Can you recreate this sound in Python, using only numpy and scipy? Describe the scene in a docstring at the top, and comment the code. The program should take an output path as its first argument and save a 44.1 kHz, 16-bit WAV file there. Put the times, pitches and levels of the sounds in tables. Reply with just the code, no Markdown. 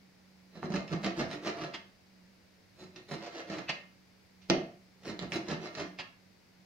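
"""A small, live kitchen with a humming appliance. A knife saws fat into cubes on a plastic board
on a wooden table, in three runs of quick strokes. Each stroke is a swarm of tiny slips: force sets
the level, a leaning hand adds table thud, bare steel rings and sizzles. Each run ends with a sideways
flick of the edge. The knife knocks down twice: once cushioned by fat, once hard."""
import sys
import numpy as np
from scipy import signal
from scipy.fft import rfft, irfft, next_fast_len
from scipy.io import wavfile
from scipy.ndimage import uniform_filter1d, map_coordinates

SR = 44100
rng = np.random.default_rng(int(sys.argv[2]) if len(sys.argv) > 2 else 0)


def store_wav(level_fs):
    """Save 16-bit WAV to argv[1]."""
    pcm = np.round(np.clip(np.atleast_2d(level_fs), -1, 1) * 32767)
    wavfile.write(sys.argv[1], SR, pcm.T.astype(np.int16))


N = 293600
SIZE, GUARD = 2 ** 15, 512  # samples: one event with its echo, margin ahead of it
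LEAD_S = .15  # from the start of an event's buffer to full pressure
HZ = np.fft.rfftfreq(SIZE, 1 / SR)
SIDES = np.array([[.5], [-.5]])  # left, right

# Contact spectra of table thud, edge drag and edge rasp. Each row: frequency in Hz, relative level in dB.
THUD_DB = [(20, -30), (50, -12.5), (115, -8), (165, -3.5), (215, 1), (330, -10), (450, -26.5), (700, -35.5),
           (3000, -61.5)]
DRAG_DB = [(100, -32.5), (300, -8.5), (480, 1), (680, -1), (1000, -5), (1400, -7.5), (2200, -16.5),
           (3200, -35.5), (9000, -79.5)]
RASP_DB = [(200, -50), (1000, -14), (2000, 1.5), (2800, 4.5), (3400, 0.5), (4800, -1), (6000, -5.5),
           (7200, -11.5), (8000, -25.5), (9600, -32.5), (12500, -47), (15500, -33)]


def amp(db):
    """Decibels to gain."""
    return 10 ** (np.asarray(db) / 20)


def unit(x):
    """Scale to rms 1."""
    return x / np.sqrt(np.mean(abs(x) ** 2) + 1e-20)


def along(points, hz):
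    """Interpolate (Hz, value) points on a log axis."""
    f, v = np.transpose(points)
    return np.interp(np.log(hz + 1), np.log(f + 1), v)


def add(track, start_s, sound):
    """Mix in a stereo event, skipping ahead by its GUARD margin."""
    part = track[:, max(round(start_s * SR) - GUARD, 0):][:, :SIZE]
    part += sound[:, :part.shape[1]]


def wobble(knots_per_s):
    """Smooth random curve over time."""
    knots = rng.standard_normal(int(N * knots_per_s / SR) + 4)
    return map_coordinates(knots, [np.arange(N) * knots_per_s / SR])


def ripple(step_hz):
    """Smooth random curve over frequency."""
    return map_coordinates(rng.standard_normal(512), [HZ / step_hz], mode="mirror")


def pair(two, coherence):
    """Mix two independent spectra into left and right of the given coherence."""
    turn = np.arccos(np.clip(coherence, -1, 1)) / 2
    mid, side = two[0] * np.cos(turn), two[1] * np.sin(turn)
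    return np.array([mid + side, mid - side])


def causal(db):
    """Minimum-phase response with the given gains."""
    cepstrum = irfft(np.log(amp(db)))
    cepstrum[1:SIZE // 2] *= 2
    cepstrum[SIZE // 2 + 1:] = 0
    return np.exp(rfft(cepstrum))


def room_air(level_db=-64):
    """Steady noise of the room."""
    # Each row: frequency in Hz, then relative level in dB / left over right in dB / stereo coherence.
    spectrum_db = [(12, -12), (25, -19.5), (55, -12), (92, 0), (165, -6), (300, -6.5), (520, -10),
                   (1200, -17), (2150, -13.5), (3260, -21), (4800, -16), (8000, -30), (11000, -32),
                   (15500, -33.5)]
    left_db = [(100, -4), (400, 0), (1300, -1), (2400, 3.5), (4400, 2), (8000, -1.5), (15000, 7)]
    coherence = [(40, 0.64), (180, 0.62), (500, 0.21), (1200, 0.17), (8000, 0.13)]
    hz = np.fft.rfftfreq(N, 1 / SR)
    colour = amp(along(spectrum_db, hz) + SIDES * along(left_db, hz))
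    noise = pair(rfft(rng.standard_normal((2, N))), along(coherence, hz))
    return amp(level_db) * unit(irfft(noise * colour, N))


def appliance_hum(waver_db=2.5, drift_rad=0.65, left_db=-4):
    """Two tones, slightly unsteady in level and phase."""
    # Each row: frequency in Hz, rms level in dB.
    tones = [(187, -66), (560.5, -87.5)]
    t, hum = np.arange(N) / SR, np.zeros(N)
    for hz, db in tones:
        peak = np.sqrt(2) * amp(db + waver_db * wobble(7.0))
        hum += peak * np.sin(2 * np.pi * hz * t + drift_rad * wobble(18))
    return amp(SIDES * left_db) * hum


def kitchen(lag_s=.00004, bounce_s=.0069, bounce_db=-8, build_s=0.00067, scatter_hz=3500, spot_db=1.57):
    """Return carry(): spectrum to stereo sound by direct path, near bounce and a fresh echo."""
    # Each row: frequency in Hz, then T60 in s / echo level in dB / echo coherence / left over right in dB.
    t60_s = [(100, 0.45), (300, 0.34), (700, 0.42), (2500, 0.38), (5000, 0.31), (8000, 0.29), (15000, 0.24)]
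    wet_db = [(100, 0), (300, 1.5), (1000, 3), (3000, 1), (8000, -3.5)]
    coherence = [(60, .5), (150, 0.81), (280, 1), (550, 0.67), (1200, -0.21), (2500, 0.081), (6000, 0.0005)]
    left_db = [(100, -5), (380, -1), (1300, -3), (2400, 0.5), (4400, -5.5), (8000, -6.5), (14000, 0)]
    hz, t, _ = signal.stft(np.zeros(SIZE), SR, nperseg=256)
    fade = amp(-60 * t / along(t60_s, hz)[:, None]) * (1 - np.exp(-t / build_s))
    direct = np.exp(-2j * np.pi * HZ * lag_s * (.5 + SIDES))  # left lags
    early = direct * (1 + amp(bounce_db) * np.exp(-2j * np.pi * HZ * bounce_s))
    wet, balance = amp(along(wet_db, HZ)), amp(SIDES * along(left_db, HZ))

    def band_rms(z):
        return np.sqrt(abs(uniform_filter1d(abs(z) ** 2, size=120, axis=-1)) + 1e-12)

    def carry(spectrum, echo_db=0):
        noise = signal.stft(rng.standard_normal((2, SIZE)), nperseg=256)[2]
        tail = rfft(signal.istft(noise * fade, nperseg=256)[1][:, :SIZE])
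        echo = amp(echo_db) * wet * pair(tail / band_rms(tail), along(coherence, HZ))
        # Short waves scatter off hands and bowls.
        scatter_rad = np.minimum(HZ / scatter_hz, 1.5) * [ripple(959) for side in SIDES]
        path = early * np.exp(1j * scatter_rad) + echo
        path /= band_rms(path).mean(axis=0)
        # Each spot on the board favours other high modes.
        colour = causal(spot_db * np.minimum(HZ / 1200, 1) * ripple(128.9))
        return np.roll(irfft(spectrum * colour * balance * path), GUARD, axis=1)
    return carry


def body(spectrum_db):
    """Unit-energy response: a contact spectrum shaped by the modes of board, table and dishes."""
    # Each row: frequency in Hz, width in Hz, lift in dB.
    modes = [(162.7, 55, 5.5), (193.3, 55, 6.5), (257, 16, 7.5), (334.8, 55, 11), (368.7, 17, 8),
             (466, 12, 1), (580, 8.9, 7.5), (624, 15.4, 2.5), (655.6, 22.5, 6), (690.5, 19, 7),
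             (790, 46, 1), (1200, 88, 5.5), (1340, 54, 7), (1680, 36, 9), (1825, 77, 10), (2100, 40, 12),
             (2410, 12, -9), (2540, 20, 4), (2955, 33, -2.5)]
    lift_db = sum(db / (1 + (2 * (HZ - hz) / width_hz) ** 2) for hz, width_hz, db in modes)
    return unit(causal(along(spectrum_db, HZ) + lift_db))


def blade(pitch=1):
    """Unit-energy response of the ringing steel, rolled off above 10 kHz."""
    # Each row: frequency in Hz, width in Hz, relative level in dB.
    modes = [(3600, 89, -0.5), (3987, 52, 12.5), (4970, 200, -2), (6600, 69, -27), (6670, 93, -2)]
    ring = sum(amp(db) * 1j * HZ * width_hz / ((hz * pitch) ** 2 - HZ ** 2 + 1j * HZ * width_hz)
               for hz, width_hz, db in modes)
    return unit(ring / (1 + (HZ / 10000) ** 4))


def slips(rise_s, fall_s, per_s, scatter_db, lumps_db=2.0, lumps_per_s=130):
    """Flat spectrum of stick-slip jerks: pressure swells, catches on lumps in the fat, lets go."""
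    t = np.arange(SIZE) / SR - LEAD_S
    pressure = np.exp(-2 * (t / np.where(t < 0, rise_s, fall_s)) ** 2)
    lumps = amp(lumps_db * np.interp((t + LEAD_S) * lumps_per_s, np.arange(256), rng.standard_normal(256)))
    sizes = amp(scatter_db * np.clip(rng.standard_normal(SIZE), -2, 2)) * rng.choice([-1, 1], SIZE)
    slipping = rng.random(SIZE) < per_s / SR
    jerks = rfft(pressure * lumps * sizes * slipping)
    band_rms = np.sqrt(abs(uniform_filter1d(abs(jerks) ** 2, size=90)) + 1e-9)
    return jerks / band_rms * np.linalg.norm(pressure)


def flicks(carry):
    """The edge chatters sideways over the board, sweeping a cube away."""
    # Each row: peak time in s, rise in s, fall in s, scrape in dB, board chirp in dB.
    sweeps = [(1.75, 0.019, 0.021, -39.5, -58), (3.703, 0.019, 0.011, -30.5, -33.5),
              (5.999, 0.016, 0.019, -36, -45.5)]
    # Each row: frequency in Hz, relative level in dB.
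    scrape_spectrum = [(30, -21), (100, -8), (180, -6), (320, -11), (600, -4.5), (900, 1.5), (1350, -6),
                       (2000, -3), (3200, 2.5), (3700, -6), (4800, -2.5), (6000, -17), (7200, -21),
                       (8200, -31.5), (15000, -50)]
    chirp_spectrum = [(500, -44), (1500, -17.5), (2200, -12), (2650, 4.5), (3100, 3), (3600, -51),
                      (4600, -9), (6000, -44), (12000, -80)]
    out, scrape, chirp = np.zeros((2, N)), body(scrape_spectrum), body(chirp_spectrum)
    for peak_s, rise_s, fall_s, scrape_db, chirp_db in sweeps:
        chatter = slips(rise_s, fall_s, per_s=1800, scatter_db=3)
        contact = amp(scrape_db) * scrape + amp(chirp_db) * chirp
        add(out, peak_s - LEAD_S, carry(contact * chatter, echo_db=-4.5))
    return out


def knocks(carry, gain_db=34.5, travel_at_1khz_s=0.001397):
    """The knife lands: the edge cracks on the plastic, the table thumps."""
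    # Each row: start in s, thump and crack in dB before gain_db, contact cut-off in Hz.
    blows = [(0.6287, -41.5, -40, 1850), (4.4994, -25, -32.5, 13000)]
    # Each row: frequency in Hz, relative level in dB.
    thump_spectrum = [(25, -14), (70, -19), (110, -12), (155, -1), (250, 0), (450, 0.5), (700, 0),
                      (1000, -17), (1500, -18), (3000, -13), (8000, -90)]
    crack_spectrum = [(200, -26), (900, 3.5), (2000, -4.5), (2700, 3), (3400, -1.5), (4200, 3), (6100, 0),
                      (7300, -22), (10000, -28.5), (15500, -37)]
    out, thump, crack = np.zeros((2, N)), body(thump_spectrum), body(crack_spectrum)
    bending = np.exp(-4j * np.pi * travel_at_1khz_s * np.sqrt(HZ * 1000))  # high waves run faster
    for start_s, thump_db, crack_db, cutoff_hz in blows:
        cushion = causal(-10 * np.log10(1 + (HZ / cutoff_hz) ** 10))
        add(out, start_s, carry(amp(thump_db) * cushion * thump, echo_db=7.5))
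        add(out, start_s, carry(amp(crack_db) * cushion * bending * crack, echo_db=-3.0))
    return amp(gain_db) * out


def crunch(decay_s):
    """Unit-energy spectrum of a dying burst of micro-impacts."""
    burst = rng.standard_normal(SIZE) * np.exp(-np.arange(SIZE) / SR / decay_s)
    return rfft(burst / np.linalg.norm(burst))


def bites(carry, gain_db=29.5):
    """The edge breaks through to the board: a thud if the hand leans, a ringing click if it is light."""
    # Each row: start in s, decay in s, force in dB before gain_db, lean on the board in dB.
    contacts = [ (0.554, 0.0058, -55.5, 6), (0.703, 0.001, -44, 7.5), (.7388, 0.0085, -38, 5),
                (0.7605, 0.0035, -41.5, -1), (0.878, .006, -61.5, -7), (.961, 0.0024, -48, 9),
                (1.044, 0.0064, -38.5, -1), (1.221, 0.0055, -43, 12.5), (1.744, 0.0018, -48.5, -3),
                (2.96, 0.01, -59, -6), (3.113, .002, -46, 4), (3.4986, 0.0071, -44.5, 2),
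                (3.693, 0.0038, -44.5, -3.5), (4.417, .02, -72, -9), (5.033, .005, -59, 1),
                (5.054, .004, -49.5, 2.5), (5.192, 0.00082, -47, -4), (5.321, 0.0011, -44, -3),
                (5.485, 0.002, -44, 0), (5.513, .003, -44, 2), (5.751, 0.0022, -53, -6)]
    out = np.zeros((2, N))
    thud, drag, click, steel = body(THUD_DB), body(DRAG_DB), body(RASP_DB), blade()
    for start_s, decay_s, force_db, lean_db in contacts:
        table = amp(0.71 + 0.69 * lean_db) * thud
        edge = (amp(.1 * lean_db) * drag
                + amp(-1.4 - 1.52 * lean_db) * click
                + amp(-11 - 0.71 * lean_db) * steel)
        add(out, start_s, carry(amp(force_db) * (table + crunch(decay_s) * edge)))
    return amp(gain_db) * out


def sawing(carry, rise_share=0.68, grip_detune=0.012, board_lag_s=.002):
    """Heavy slips shake table and board, the edge rubs, fine slips rasp and ring, wet fat sizzles."""
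    # Each row: peak time in s, length in s, force in dB, lean in dB, bare steel in dB (0 = buried in fat).
    strokes = [ (.58, 0.098, -54, 4.5, 14), (.655, 0.064, -45.5, 9.5, 11), (.757, 0.081, -37, 4, 5.5),
               (.935, 0.068, -37, 7, 1.6), (1.061, 0.06, -33, 0.5, 6), (1.204, 0.064, -32, 2.5, 7.8),
               (1.34, 0.086, -40, -2, 13.6), (1.478, 0.079, -33.5, -4.5, 4.8), (1.635, .11, -39, -1, 3),
               (2.826, 0.088, -53, 7.5, 27), (2.98, 0.091, -57.5, 4.5, 18), (3.135, 0.074, -40, 2, 19.6),
               (3.26, 0.11, -44.5, -12.5, 1), (3.389, 0.11, -43, -11.5, 3.2), (3.53, 0.09, -41, -2, 3),
               (3.582, 0.087, -41.5, -2.5, 3), (5.09, 0.086, -40.5, 3, 17.4), (5.233, 0.056, -41, 6, 5.2),
               (5.356, 0.062, -35, 1, 21), (5.52, 0.073, -35, 2, 5), (5.658, 0.094, -41.5, -5.5, 10),
               (5.812, 0.11, -37, -3, 1)]
    # Each row: frequency in Hz, relative level in dB.
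    hollow_spectrum = [(60, -36.5), (200, -15), (300, 4.5), (400, -2), (500, -9.5), (700, -15),
                       (3000, -68.5)]
    rub_spectrum = [(200, -35.5), (380, -10), (480, -1), (560, -3), (680, -2.5), (850, -14.5),
                    (1500, -48.5)]
    sizzle_spectrum = [(3000, -47), (6500, -1), (8000, -1), (9600, 0.5), (12000, -12), (15500, -8)]
    thud, drag, rasp = map(body, (THUD_DB, DRAG_DB, RASP_DB))
    hollow, rub, sizzle = map(body, (hollow_spectrum, rub_spectrum, sizzle_spectrum))
    out = np.zeros((2, N))
    for peak_s, length_s, force_db, lean_db, bare_db in strokes:
        rise_s, fall_s = length_s * rise_share, length_s * (1 - rise_share)
        steel = blade(pitch=1 + grip_detune * rng.standard_normal())  # grip and clinging fat detune it
        heavy = slips(rise_s * 0.94, fall_s, per_s=900, scatter_db=3.0)
        heavy *= np.exp(-2j * np.pi * HZ * board_lag_s)  # the board gives just after the cut begins
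        heavy *= (amp(-1.4 + 1.25 * lean_db) * thud
                  + amp(0.3 + 0.64 * lean_db + 0.066 * bare_db) * hollow)
        fine = slips(rise_s, fall_s * 1.07, per_s=800, scatter_db=4.5)
        fine *= (amp(-0.78 + 0.027 * lean_db) * drag
                 + amp(-6 - 0.19 * lean_db + 0.024 * bare_db) * rasp
                 + amp(-22.5 + 0.72 * bare_db) * steel)
        wet = slips(rise_s * 1.27, fall_s * 0.63, per_s=720, scatter_db=4.5)
        wet *= amp(-36 - 0.027 * lean_db + 0.54 * bare_db) * sizzle
        slide = slips(rise_s, fall_s, per_s=1500, scatter_db=1.5)
        slide *= amp(-10 - 0.68 * lean_db - 0.1 * bare_db) * rub
        add(out, peak_s - LEAD_S, carry(amp(force_db) * (heavy + slide + fine + wet)))
    return out


def scene():
    """Knife work over room air and hum."""
    carry = kitchen()
    knife = sawing(carry) + flicks(carry) + bites(carry) + knocks(carry)
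    return knife + room_air() + appliance_hum()


def record(dry):
    """Brick-wall low-pass."""
    top_hz, size = 15800, next_fast_len(N + SIZE)
    passband = np.fft.rfftfreq(size, 1 / SR) < top_hz
    return irfft(rfft(dry, size) * passband, size)[:, :N]


dry = scene()
out = record(dry)
store_wav(out)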